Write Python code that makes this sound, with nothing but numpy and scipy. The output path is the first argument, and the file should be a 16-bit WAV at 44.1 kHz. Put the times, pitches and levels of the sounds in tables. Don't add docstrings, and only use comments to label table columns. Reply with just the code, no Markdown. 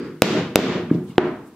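import sys
import numpy as np
from scipy import signal
from scipy.fft import rfft, irfft
from scipy.io import wavfile

SR = 44100
rng = np.random.default_rng(int(sys.argv[2]) if len(sys.argv) > 2 else 0)


def inscribe(sig):
    pcm = np.round(np.clip(np.atleast_2d(sig).T, -1, 1) * 32767)
    wavfile.write(sys.argv[1], SR, pcm.astype(np.int16))


def gain_from_decibels(decibels):
    exponent = np.asarray(decibels, float) / 20
    return 10 ** exponent


N = 68355
PRE = SR // 4
RING_WIDTH_HZ = 390
KNOCK_S = 1.1807
EARLIER_S = -0.03

TAP_S = [
    .2201,
    .5573,
]
# direct level in dB, room level in dB, gain duck in dB.
TAPS = [
    (11, -3, 18.66),
    (11, -1, 21.76),
]
# direct level in dB, room level in dB, gain duck in dB.
KNOCK = (2.4, -15, 9.3)


def along(points, hz):
    f, v = np.transpose(points)
    return np.interp(np.log(hz + 1), np.log(f + 1), v)


def add(track, s, x):
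    part = track[..., PRE + round(s * SR):][..., :x.shape[-1]]
    part += x[..., :part.shape[-1]]


def hammer_taps(track):
    # frequency in Hz, level in dB, T60 in seconds.
    tap_modes = [(301, -3, 0.024), (518.5, 3, 0.016), (184, -38, 0.11), (1065, -10, 0.0042),
                 (1600, -18, 0.017), (2600, 1, 0.0042), (3900, -3.5, 0.005), (5890, -15, 0.0052),
                 (5407, -10.5, 0.0059), (8000, -3.5, 0.001), (11320, 7, 0.001), (13800, -8, 0.001)]
    tap_starts = [.0009, .0006, .0009, .0007, .0006, .0004, .0005, 0, .0005, .0005, .0006, .0006]
    # frequency in Hz, density in dB per Hz.
    tap_room = [(70, -28), (150, -1), (370, 1.5), (680, -13), (3500, -17.5), (7300, -29.5), (9000, -44.5),
                (13500, -44), (15000, -100.5)]
    # ring in Hz, level over the tail in dB, dullness in dB per octave above 1 kHz.
    steel_head = [(11100, 8.5, -1.5), (12750, 11, 0)]
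    for s, (db, room_db, _), (ring_hz, ring_db, dull_db) in zip(TAP_S, TAPS, steel_head):
        def steel(hz):
            peak_db = ring_db * np.exp(-((hz - ring_hz) / RING_WIDTH_HZ) ** 2)
            return gain_from_decibels(peak_db - dull_db * np.log2(1 + hz / 1000))

        add(track, s, gain_from_decibels(db) * ring(tap_modes, tap_starts))
        add(track, s, gain_from_decibels(room_db) * room(tap_room, steel))


def late_knocks(track):
    late_s = [
        .2303,
        .5676,
        .5773,
        .5895,
    ]
    late_db = [-6.5, -6.5, -6, -4.5]
    # frequency in Hz, level in dB, T60 in seconds.
    late_modes = [(380, 0, .014), (620, -5, .009), (1300, -15, .005), (2600, -19, .006),
                  (4600, -25, .008)]
    for s, db in zip(late_s, late_db):
        add(track, s, gain_from_decibels(db - duck_db(np.array([s]))) * ring(late_modes))


def tool_knock(track):
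    # frequency in Hz, level in dB, T60 in seconds.
    knock_body = [(368, -1, .06), (730, -3, .03), (450, -5, .035)]
    # frequency in Hz, level in dB, T60 in seconds.
    knock_modes = [(955, -26.5, 0.022), (1500, -6.5, 0.012), (1980, -42, .008), (2860, -5, 0.0026),
                   (3900, -25, 0.0069), (6940, -25, .003), (12000, -33, .003)]
    knock_starts = [.0005, .0005, .0005, .0005, .0004, .0004, .0002, .0003, .0005, .0005]
    # frequency in Hz, density in dB per Hz.
    knock_room = [(41, -52), (70, -7.5), (146, -7), (330, 7.5), (518, -7.5), (887, -6.5), (1810, -12.5),
                  (4000, -28), (12000, -58), (15600, -104), (22000, -120)]
    direct_db, room_db, _ = KNOCK
    add(track, KNOCK_S, gain_from_decibels(direct_db) * ring([*knock_body, *knock_modes], knock_starts))
    add(track, KNOCK_S, gain_from_decibels(room_db) * room(knock_room))


def thuds(track):
    thud_s = [
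        .9118,
        .9469,
        .9516,
        .9838,
    ]
    # level in dB, pitch in Hz, room level in dB.
    thud_rows = [(-2.5, 263, -22), (-9.5, 296, -29), (-12, 190, -27), (-19.5, 272, -42.5)]
    # frequency in Hz, density in dB per Hz.
    thud_room = [(60, -54), (110, -2), (170, 4.5), (350, -1.5), (600, -23.5), (1200, -26), (3000, -39.5),
                 (8000, -51.5)]
    # frequency in Hz, level in dB, T60 in seconds.
    bench_boom = [(162, -9.5, .09), (115, -19.5, 0.073)]
    rise_s = 0.0027
    t = np.arange(SR // 20) / SR
    push = (t / rise_s * np.exp(1 - t / rise_s)) ** 2
    for s, (db, hz, room_db) in zip(thud_s, thud_rows):
        add(track, s, gain_from_decibels(db) * push * np.sin(2 * np.pi * hz * t))
        add(track, s + rise_s / 2, -gain_from_decibels(db) * ring(bench_boom))
        add(track, s, gain_from_decibels(room_db) * room(thud_room))


def ticks(track):
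    # start in seconds, level in dB, frequency in Hz, T60 in seconds.
    tick_rows = [(.8988, -40.5, 2400, .015), (0.8977, -44, 1500, .015), (.9337, -43.5, 2180, 0.025),
                 (0.9486, -44, 2600, 0.0085), (1.105, -51, 2170, 0.089), (1.1567, -48, 2600, 0.014),
                 (1.1575, -50, 1600, .012), (1.1572, -54, 3900, 0.013)]
    for s, db, hz, t60 in tick_rows:
        add(track, s, ring([(hz, db, t60), (hz * 1.3, db, t60)]))


def rustle(track):
    # centre in seconds, half length in seconds, level in dB, centre frequency in Hz.
    rustle_rows = [(0.905, 0.0046, -32.5, 1200), (0.946, .012, -52, 4000), (1.047, 0.021, -63, 10000),
                   (1.096, 0.034, -59.5, 8000), (1.106, 0.039, -56, 3060), (1.125, 0.077, -55.5, 900),
                   (1.475, 0.023, -61.5, 9000)]
    count = track.shape[1]
    t = np.arange(count) - PRE
    for s, half, db, centre_hz in rustle_rows:
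        def rub_gain(hz, u):
            band = np.exp(-np.log((hz + 1) / centre_hz) ** 2 / 0.27)
            return band * (hz < 15800) + 0 * u

        swell = np.exp(-((t / SR - s) / half) ** 2)
        track += gain_from_decibels(db) * cloud(count, rub_gain) * swell


def ring(modes, starts=None):
    # frequency in Hz, lean in dB re 1 radian.
    phase_lean = [(300, -29.5), (2000, -12.5), (5000, -11), (12000, -5)]
    rise_cycles = 0.19
    if starts is None:
        starts = [0] * len(modes)
    out = np.zeros((2, SR // 10))
    for (hz, db, t60), start in zip(modes, starts):
        t = np.clip(np.arange(SR // 10) / SR - start, 0, 1)
        lean = gain_from_decibels(along(phase_lean, hz)) * rng.choice([-1, 1]) * np.array([[1], [-1]])
        rise = 1 - np.exp(-t * hz / rise_cycles)
        decay = gain_from_decibels(db + rng.normal(0, 0.88) - 60 * t / t60)
        out += decay * np.sin(2 * np.pi * hz * t + lean) * rise
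    return out


def room(spectrum, extra=lambda hz: 1):
    # frequency in Hz, T60 in seconds.
    echo_t60 = [(100, 0.93), (300, 0.54), (1000, 0.58), (3000, 0.5), (8000, 0.38), (15000, 0.29)]
    # frequency in Hz, width in Hz, level in dB.
    standing_waves = [(92, 3.3, 1), (158.7, 11, 4), (221.4, 16, -1), (259.3, 4, 0), (304, 8.1, 2),
                      (361.4, 8.5, 6.5), (403, 12, 1), (464.5, 4, 2), (472, 4.8, 4.5), (613, 12, 3),
                      (625.5, 9.9, 8.5), (740, 22, 2)]
    rise_s = 0.003

    def decay(hz, t):
        return gain_from_decibels(along(spectrum, hz) - 60 * t / along(echo_t60, hz)) * extra(hz)

    tail = cloud(SR, decay)
    f = np.fft.rfftfreq(2 * SR, 1 / SR)
    waves = gain_from_decibels(sum(db * np.exp(-((f - hz) / width) ** 2) for hz, width, db in standing_waves))
    tail = irfft(rfft(tail, 2 * SR) * waves)[:, :SR]
    return tail * (1 - np.exp(-(np.arange(SR) / SR / rise_s) ** 2))


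def earlier_echo(track):
    # frequency in Hz, density in dB per Hz.
    earlier_room = [(41, -58), (70, -22), (145, -7), (171, -5), (309, -0.5), (502, -6.5), (545, -30.5),
                    (1390, -18.5), (9000, -47.5), (11700, -104), (19800, -120)]
    # frequency in Hz, level over the tail in dB.
    ring_hz, ring_db = (4830, 9.1)

    def steel(hz):
        return gain_from_decibels(ring_db * np.exp(-((hz - ring_hz) / RING_WIDTH_HZ) ** 2))

    add(track, EARLIER_S, gain_from_decibels(-21) * room(earlier_room, steel))


def cloud(count, gain):
    # frequency in Hz, likeness from 0 (wide) to 1 (centred).
    likeness = [(60, 1.0), (150, 1.0), (380, 0.98), (950, 0.87), (2380, 0.53), (5980, -0.23),
                (15000, -2.06)]
    hz, t, z = signal.stft(rng.standard_normal((2, count)), SR, nperseg=512, noverlap=384)
    g = gain(hz[:, None], t)
    turn = np.arccos(np.clip(along(likeness, hz), 0, 1))[:, None] / 2
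    shaped = z * g * [np.cos(turn), np.sin(turn)]
    mid, side = signal.istft(shaped, SR, nperseg=512, noverlap=384)[1][:, :count]
    return np.array([mid + side, mid - side]) / np.sqrt(np.mean(g[:, 0] ** 2))


def quiet_floor(count):
    # frequency in Hz, level in dB.
    floor_curve = [(25, -9), (70, -8), (125, -4), (220, 10.5), (320, 9), (600, -18), (3000, -20),
                   (15700, -29.5), (16100, -70)]
    return gain_from_decibels(-47) * cloud(count, lambda hz, t: gain_from_decibels(along(floor_curve, hz)) + 0 * t)


def duck_db(t):
    wait_s, drop_s, recover_db_per_s = 0.0018, 0.0009, 109.5
    starts = [*TAP_S, KNOCK_S, EARLIER_S]
    drops = [row[-1] for row in [*TAPS, KNOCK]] + [9.5]
    gains = []
    for s, drop_db in zip(starts, drops):
        after = np.clip(t - s - wait_s, 0, None)
        fall = drop_db * (1 - np.exp(-after / drop_s))
        gains.append(np.minimum(0, recover_db_per_s * after - fall))
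    return np.min(gains, axis=0)


def scene():
    track = np.zeros((2, N + PRE))
    for source in (hammer_taps, late_knocks, tool_knock, thuds, ticks, rustle, earlier_echo):
        source(track)
    return (track + quiet_floor(N + PRE))[:, PRE:]


def band_limit(x):
    return signal.sosfilt(signal.butter(12, 16950, fs=SR, output="sos"), x)


def record(dry):
    low_cut = signal.butter(2, 110, "high", fs=SR, output="sos")
    x = signal.sosfilt(low_cut, dry) * gain_from_decibels(duck_db(np.arange(N) / SR))
    top, hardness = 1.03, 14
    mix = x / (1 + np.abs(x / top) ** hardness) ** (1 / hardness)
    return band_limit(mix)


dry = scene()
out = record(dry)
inscribe(out)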